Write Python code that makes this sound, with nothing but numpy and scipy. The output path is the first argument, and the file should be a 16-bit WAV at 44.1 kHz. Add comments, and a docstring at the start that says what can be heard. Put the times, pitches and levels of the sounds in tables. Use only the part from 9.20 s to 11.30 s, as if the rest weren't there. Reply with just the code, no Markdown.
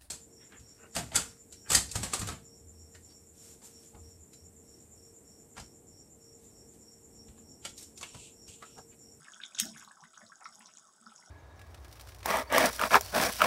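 """In a small kitchen, thick gravy boils in a wide metal pan while a piece of fish is slipped into it.
Each bubble is a briefly excited resonator: bursting ones pop, big ones gulp low in the sauce, and tiny
oil films tick and fizz. Once the gravy spits in sharp cracks of noise and sloshes around the fish.
The damped modes of the pan and the reverberation of the room prolong these sounds over a soft low wash."""
import sys
import numpy as np
from scipy import signal
from scipy.fft import rfft, irfft, next_fast_len
from scipy.io import wavfile

SR = 44100
rng = np.random.default_rng(int(sys.argv[2]) if len(sys.argv) > 2 else 0)


def file_out(sig):
    """Save sig as 16-bit WAV at sys.argv[1]."""
    # one column per channel
    cols = np.atleast_2d(sig).T
    # limit, then scale
    lim = np.clip(cols, -1, 1)
    pcm = np.round(lim * 32767).astype(np.int16)
    wavfile.write(sys.argv[1], SR, pcm)


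N = 92610

TOP_HZ = 15600
TICK_GLIDE, POP_GLIDE = 0.031, 0.0083  # fractional rise in frequency per rise time
# bursting bubbles: t/s, f/Hz, peak level/dB, rise/cycles
BURSTS = [(.021, 1500, -53, 3), (.0376, 1550, -59.5, 2.9), (.0515, 1520, -55, 1.73),
          (.0686, 1593, -54, 1.76), (.0845, 1644, -41, 4), (.1632, 1553, -46.5, 3), (.203, 1580, -39, 4.5),
          (.2335, 3240, -43, 2.1), (.2361, 2310, -39, 2.55), (.323, 2400, -54, 4), (.352, 1539, -47, 3.3),
          (.3783, 1550, -44.5, 5), (.434, 1680, -40.5, 2.14), (.5494, 2400, -51.5, 3),
          (.5636, 1580, -45, 2.95), (.6145, 1590, -48.5, 5.4), (.6283, 1470, -55, 4),
          (.6772, 1120, -46.5, 1.7), (.713, 1630, -46, 4.8), (.7709, 1290, -52, 1.9),
          (.8393, 1530, -46, 2.58), (.84, 1990, -56, 2.9), (.8537, 1580, -67, 3.6),
          (.855, 1960, -53.5, 4.7), (.935, 1320, -55.5, 2.62), (.9756, 1440, -42.5, 1.9),
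          (1.0174, 1570, -46.5, 0.91), (1.02, 690, -58.5, 3.9), (1.0992, 1065, -56, 3.3),
          (1.1207, 1510, -44, 2.1), (1.1247, 1550, -44, 2.6), (1.2106, 1530, -48, 0.76),
          (1.213, 740, -55.5, 3.86), (1.2227, 1390, -46.5, 2.35), (1.2565, 2110, -39.5, 2.14),
          (1.258, 1326, -38, 3.27), (1.2725, 1400, -80, 3), (1.324, 1470, -55.5, 3),
          (1.4081, 1990, -51.5, 2.1), (1.41, 1015, -59.5, 4.5), (1.489, 1320, -57, 3),
          (1.826, 1260, -58, 3), (1.867, 1370, -43, 2.62), (1.919, 1310, -53, 4), (1.921, 826, -60, 4),
          (1.99, 970, -60.5, 5.7), (2.027, 2050, -55, 4), (2.078, 710, -55.5, 1.53)]
# small films snapping at the surface: t/s, f/Hz, peak level/dB
FILM_SNAPS = [(.0095, 8900, -44.5), (0.0313, 7891, -46), (.1002, 7400, -49), (0.1209, 6500, -41.5),
              (0.1367, 3300, -42), (.1446, 6550, -40), (.186, 8100, -47.5), (0.2169, 3640, -43),
              (0.2369, 3514, -29.5), (0.2535, 6700, -38.5), (0.2626, 6600, -38), (0.311, 7700, -48),
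              (0.349, 3720, -39), (.349, 6500, -37), (.3523, 6450, -33), (0.373, 6140, -45),
              (0.3817, 7260, -37), (.5744, 6740, -40.5), (0.5805, 6300, -42), (0.5973, 6804, -39.5),
              (0.6077, 5400, -49.5), (0.6495, 3850, -48), (0.6875, 4170, -51), (0.717, 8000, -43.5),
              (0.807, 5860, -47), (0.9458, 3440, -51.5), (0.9786, 6380, -39), (1.065, 4100, -52.5),
              (1.157, 6740, -43), (1.2071, 7040, -45.5), (1.2443, 5500, -42), (1.2691, 5500, -61),
              (1.2895, 7741, -44), (1.3262, 5221, -46.5), (1.339, 5460, -60), (1.3495, 6500, -45),
              (1.356, 6760, -41.5), (1.3941, 9340, -42), (1.4474, 5800, -59), (1.4592, 5900, -40),
              (1.538, 6300, -45.5), (1.5723, 6660, -37.5), (1.5845, 7200, -41), (1.596, 6800, -44.5),
              (1.672, 6200, -49.5), (1.8134, 8100, -46), (1.8631, 4950, -47.5), (1.896, 3500, -53),
              (1.9618, 6560, -39), (1.9794, 5440, -45.5), (2.0607, 5760, -46.5)]


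def undb(db):
    """Amplitude ratio of a level in decibels."""
    return 10 ** (np.asarray(db) / 20)


def unit(x):
    """Normalisation to an rms of 1."""
    return x / np.sqrt(np.mean(x ** 2))


def colour(x, points):
    """Spectral shaping by (f/Hz, gain/dB) points joined on a log-frequency axis."""
    hz, db = np.array(points, float).T
    size = next_fast_len(2 * len(x))
    f = np.maximum(np.fft.rfftfreq(size, 1 / SR), 1)
    gain = undb(np.interp(np.log(f), np.log(hz), db))
    return irfft(rfft(x, size) * gain, size)[:len(x)]


def swell(u):
    """Transient envelope: growth from u = 0 to a peak of 1 at u = 1, then exponential decay."""
    u = np.maximum(u, 0)
    return (u * np.exp(1 - u)) ** 2


def bubbles(rows, glide, wobble_rad=0):
    """Cavity resonance, rising as the cavity opens. Rows: t/s, f/Hz, peak level/dB, rise/cycles."""
    out, drift = np.zeros(N), np.zeros(N)
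    if wobble_rad:  # unsteady phase of a collapsing cavity
        steps, steps_per_s = rng.standard_normal(N // 20), 457.3
        drift = wobble_rad * np.interp(np.arange(N) * steps_per_s / SR, np.arange(len(steps)), steps)
    for at, hz, db, cycles in rows:
        rise = max(cycles, .5) / hz
        i = np.arange(max(int((at - rise) * SR), 0), min(int((at + 6 * rise) * SR), N))
        age = i / SR - at
        phase = 2 * np.pi * hz * (age + rise + glide * age ** 2 / rise / 2)
        out[i] += undb(db) * swell(1 + age / rise) * np.sin(phase + drift[i])
    return out


def activity(t):
    """Slow amplitude modulation: how hard the gravy boils at time t, in dB."""
    # vigour of the boil: t/s, relative level/dB
    vigour = [(0, 4), (.3, 2.5), (.45, 9.5), (.6, 5), (.76, -2), (.9, -0.5), (1.0, 2.5), (1.15, -2),
              (1.35, 3), (1.55, 0.5), (1.75, -2.5), (1.95, 2), (2.1, 1)]
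    return np.interp(t, *np.array(vigour).T)


def pan_and_kitchen(x):
    """Convolution adds the damped modes of the pan and the dense reflections from nearby walls."""
    # modes of the pan: f/Hz, T60/s, relative level/dB
    modes = [(207, 0.1, -6), (690, 0.21, -12), (1380, 0.26, -3), (2120, 0.19, -2), (3000, .3, -13),
             (3140, 0.31, -7), (3238, 0.24, -7), (3680, 0.43, -9), (5090, .45, 2), (5000, 0.57, -10),
             (5525, .4, -12), (5700, 0.26, -3), (5340, 0.46, -1), (5700, 0.39, -4), (6368, .4, -7),
             (6400, .35, -1), (7160, 0.27, -3)]
    # spectrum of the reverberation: f/Hz, relative level/dB
    room_spectrum = [(60, -20.5), (220, 5), (480, -7), (800, 6.5), (1500, 2.5), (2600, -3.5), (3400, 1.5),
                     (4500, -10), (5600, 13), (6100, -9), (6700, 1), (7300, -12), (7800, -6), (9000, -8),
                     (15000, 3)]
    t = np.arange(SR // 2) / SR
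    fade = lambda t60: np.exp(-np.log(1000) * t / t60)
    ring = np.zeros(len(t))
    for hz, t60, db in modes:
        unity_gain = 2 * np.log(1000) / (t60 * SR)  # at resonance
        ring += undb(db) * unity_gain * fade(t60) * np.sin(2 * np.pi * hz * t)
    noise = rng.standard_normal(len(t))
    low = signal.sosfilt(signal.butter(2, 4000, fs=SR, output="sos"), noise)
    onset = np.clip(t / 0.001 - .5, 0, 1)  # first echoes after about 1 ms
    tail = (low * fade(t60=0.17) + (noise - low) * fade(t60=0.19)) * onset
    tail = colour(tail / np.sqrt(np.sum(tail ** 2)), room_spectrum)
    return x + signal.fftconvolve(x, undb(-4) * ring + undb(-4.5) * tail)[:N]


def wash():
    """Random noise: the low churn of the whole pan over the room's rumble follows the boil."""
    # churn and rumble: f/Hz, relative spectral level/dB
    spectrum = [(25, -30), (50, -8), (100, -3), (210, -1), (300, 1), (400, 3), (500, -6.5), (650, 5),
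                (1000, -16.5), (1500, -7), (1900, -45), (4000, -16.5), (15000, -21)]
    level_db = -75.5 + 0.49 * activity(np.arange(N) / SR)
    return unit(colour(rng.standard_normal(N), spectrum)) * undb(level_db)


def fizz(clicks_per_s=6000, scatter_db=4):
    """Shot noise: frying oil films give countless minute clicks, coloured by the pan."""
    # fizz: f/Hz, relative spectral level/dB
    spectrum = [(100, -43), (1500, -13), (2000, -9.5), (2600, -17.5), (3400, -4.5), (4300, -13),
                (5000, 1.5), (5600, -3.5), (6100, -11.5), (6700, 12), (7300, -11.5), (7750, 8.5),
                (8600, -7), (10500, -3), (11300, -49), (15000, -43.5)]
    present = rng.random(N) < clicks_per_s / SR
    size = undb(scatter_db * np.minimum(rng.exponential(size=N), 5))
    clicks = present * size * rng.choice([-1, 1], N)
    return unit(colour(clicks, spectrum)) * undb(-68.5 + activity(np.arange(N) / SR))


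def simmer():
    """Incoherent superposition: crowds of faint bubbles of every size ring at random moments."""
    # crowds: rate/(1/s), centre f/Hz, spread/octaves, base level/dB, scatter/dB, mean rise/cycles
    crowds = [(109.7, 1007, 0.43, -71.5, 2, 2.2), (61.2, 1454, 0.03, -65.5, 3, 3.014),
              (36.3, 3450, 0.061, -64.5, -0.5, 3.8), (85.5, 7600, 0.15, -58.5, 4, 2.23),
              (57.9, 211.7, 0.22, -78, -1.5, 2.59)]
    out = np.zeros(N)
    for rate, centre, spread, db, scatter, cycles in crowds:
        moment, strength, duration = rng.random((1500, 3)).T
        pitch = rng.standard_normal(len(moment))
        at = moment * N / SR
        hz = np.minimum(centre * 2 ** (spread * pitch), TOP_HZ)
        level_db = db + activity(at) + scatter * np.minimum(-np.log(1 - strength), 3)
        rows = np.c_[at, hz, level_db, cycles * (.5 + duration)]
        out += bubbles(rows[:int(rate * N / SR)], TICK_GLIDE)
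    return out


def slosh(peak_s=0.458, rise_s=0.11):
    """Displacement noise: a low rumble swells and settles as the fish pushes the sauce aside."""
    # moving sauce: f/Hz, relative spectral level/dB
    spectrum = [(25, -25), (50, -11), (90, 2), (160, 0), (260, 0.5), (340, -6), (480, -15), (1500, -53)]
    envelope = swell(1 + (np.arange(N) / SR - peak_s) / rise_s)
    return unit(colour(rng.standard_normal(N), spectrum)) * envelope * undb(-62.5)


def gurgles(bubbles_per_s=95, spread_octaves=0.037, rise_cycles=2.6):
    """Steam working through the sauce excites quick runs of bubble resonances that slide in pitch."""
    # runs: t/s, length/s, first f/Hz, last f/Hz, peak level/dB
    runs = [(0.442, 0.038, 717, 718, -54), (0.519, 0.054, 266, 240, -68), (0.671, 0.047, 930, 1070, -59.5),
            (0.77, 0.044, 1130, 804, -58), (0.816, 0.021, 980, 1110, -54), (1.011, 0.031, 640, 610, -56.5),
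            (1.199, 0.067, 860, 1050, -58.5), (1.362, 0.12, 820, 1064, -61), (1.613, .1, 1400, 1020, -63),
            (1.884, 0.029, 1420, 1300, -61.5)]
    out = np.zeros(N)
    for start, length, first, last, db in runs:
        jitter = rng.random(32)
        pitch, scatter_db = rng.standard_normal((2, 32))
        after = (np.arange(32) + jitter) / bubbles_per_s
        hz = np.interp(after, [0, length], [first, last]) * 2 ** (spread_octaves * pitch)
        rows = np.c_[start + after, hz, db + scatter_db, np.full(32, rise_cycles)]
        out += bubbles(rows[after < length], POP_GLIDE)
    return out


def splutters(snaps_per_s=400, rise_cycles=2.28):
    """Rapid trains of tiny damped oscillations. Those centred below 10 kHz are collapsing foam;
    the three above are brief patches of faint, very high hiss."""
    # trains: t/s, length/s, centre f/Hz, spread/octaves, peak level/dB
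    trains = [(0.04, .03, 2520, 0.39, -56.5), (.21, .03, 3130, 0.42, -54), (0.358, .025, 4500, 0.41, -50),
              (.383, .012, 3800, 0.18, -31.5), (0.427, .075, 6030, 0.37, -45),
              (0.536, .025, 2410, 0.14, -57), (0.566, .02, 2770, 0.42, -54.5),
              (0.568, .03, 10200, 0.11, -51.5), (0.603, .035, 2080, 0.42, -58),
              (0.636, .015, 11600, .2, -57), (0.834, .02, 3770, 0.23, -62.5),
              (0.934, .035, 3200, 0.28, -61.5), (1.009, .03, 1860, 0.083, -59.5),
              (1.062, .02, 4800, 0.39, -55), (1.209, .03, 2070, 0.095, -60.5),
              (1.251, .022, 4630, 0.21, -54), (1.334, .035, 10600, 0.17, -60),
              (1.405, .025, 2610, 0.11, -57.5), (1.456, .022, 4370, 0.2, -55.5),
              (1.482, .035, 2480, 0.16, -63.5), (1.552, .03, 3780, 0.33, -60.5),
              (1.9, .035, 3040, 0.3, -66), (2.041, .035, 4440, 0.27, -69)]
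    out = np.zeros(N)
    for start, length, centre, spread, db in trains:
        jitter = rng.random(64)
        pitch, scatter = rng.standard_normal((2, 64))
        after = (np.arange(64) + jitter) / snaps_per_s
        hz = np.minimum(centre * 2 ** (spread * pitch), TOP_HZ)
        rows = np.c_[start + after, hz, db - 0.5 * scatter, np.full(64, rise_cycles)]
        out += bubbles(rows[after < length], TICK_GLIDE)
    return out


def droplets(count=3, delay_s=.004, spread_octaves=.33, rise_cycles=1.6):
    """Secondary impacts: every burst and snap throws droplets that patter back just after it."""
    parents = np.array([row[:3] for row in BURSTS + FILM_SNAPS], float)
    at, hz, db = np.repeat(parents, count, axis=0).T
    delay, pitch, scatter = rng.standard_normal((len(at), 3)).T
    landing = at + delay_s * np.abs(delay)
    hz = np.minimum(hz * 2 ** (spread_octaves * pitch), TOP_HZ)
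    return bubbles(np.c_[landing, hz, db - 15 + 2 * scatter, np.full(len(at), rise_cycles)], TICK_GLIDE)


def gulps():
    """Large gas volumes resonate low: big bubbles heave in the sauce."""
    # big bubbles: t/s, f/Hz, peak level/dB, rise/cycles
    big_bubbles = [(.01, 151, -62, 2.2), (.43, 215.6, -42.5, 3.04), (.46, 278, -44, 2.33),
                   (.463, 664, -55.5, 9), (.5, 220, -52.5, 4.43), (.465, 346, -51, 2.2),
                   (.55, 150.6, -60.5, 3.05), (.585, 235, -61, 1.03), (.67, 211, -64, 3.15),
                   (.835, 162, -61.5, 2.5), (.85, 214, -62.5, 1.83), (1.035, 214, -59.5, 2.8),
                   (1.05, 106, -69, 2.1), (1.405, 221, -63.5, 3), (1.82, 221, -64, 2.9),
                   (1.875, 216.5, -56.5, 3.54)]
    return bubbles(big_bubbles, glide=0.0067)


def ticks(rise_cycles=3.27):
    """Small cavities resonate high: films snap at the surface with brief ticks."""
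    return bubbles([(at, hz, db, rise_cycles) for at, hz, db in FILM_SNAPS], TICK_GLIDE, wobble_rad=0.28)


def pops():
    """Impulsive excitation: each bursting bubble sets its cavity ringing with a short pitched pop."""
    return bubbles(BURSTS, POP_GLIDE, wobble_rad=0.25)


def spits():
    """Broadband transients: hot gravy spits in cracks of noise, each some milliseconds long."""
    # cracks: t/s, rms level at the peak/dB, rise/s, low-pass f/Hz
    cracks = [(.3882, -25, 0.00043, 7400), (.39, -27, 0.00062, 7200), (0.397, -34, 0.0022, 9100),
              (.3993, -18.5, 0.00086, 15200), (.401, -19.5, 0.00066, 15300), (0.408, -34, 0.0055, 14800),
              (0.4115, -38, 0.003, 14700), (.4545, -33, .0004, 15000)]
    # spitting gravy: f/Hz, relative spectral level/dB
    spectrum = [(80, -68), (400, -29), (1000, -74), (1500, -9.5), (1900, -9), (2300, -10.5), (3000, -4),
                (4000, -7), (4700, -13.5), (5600, -2.5), (6700, 5.5), (7300, -7), (8000, 4.5), (9500, -10),
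                (15000, -11.5)]
    t, out = np.arange(N) / SR, np.zeros(N)
    for at, db, rise, cutoff_hz in cracks:
        noise = colour(rng.standard_normal(N), spectrum)
        noise = signal.sosfilt(signal.butter(4, cutoff_hz, fs=SR, output="sos"), noise)
        envelope = swell(1 + (t - at) / rise)
        out += undb(db) * unit(noise * envelope) * np.sqrt(np.mean(envelope ** 2))
    return out


def scene():
    """Linear superposition of all the sources, heard from just above the pan."""
    surface = pops() + ticks() + droplets()
    gravy = surface + gulps() + gurgles() + simmer() + splutters() + spits() + fizz() + slosh()
    return (pan_and_kitchen(gravy) + wash())[None]


def record(dry):
    """Band limiting: a steep elliptic low-pass cuts the highest treble."""
    return signal.sosfilt(signal.ellip(10, .2, 80, TOP_HZ, fs=SR, output="sos"), dry)


dry = scene()
out = record(dry)
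file_out(out)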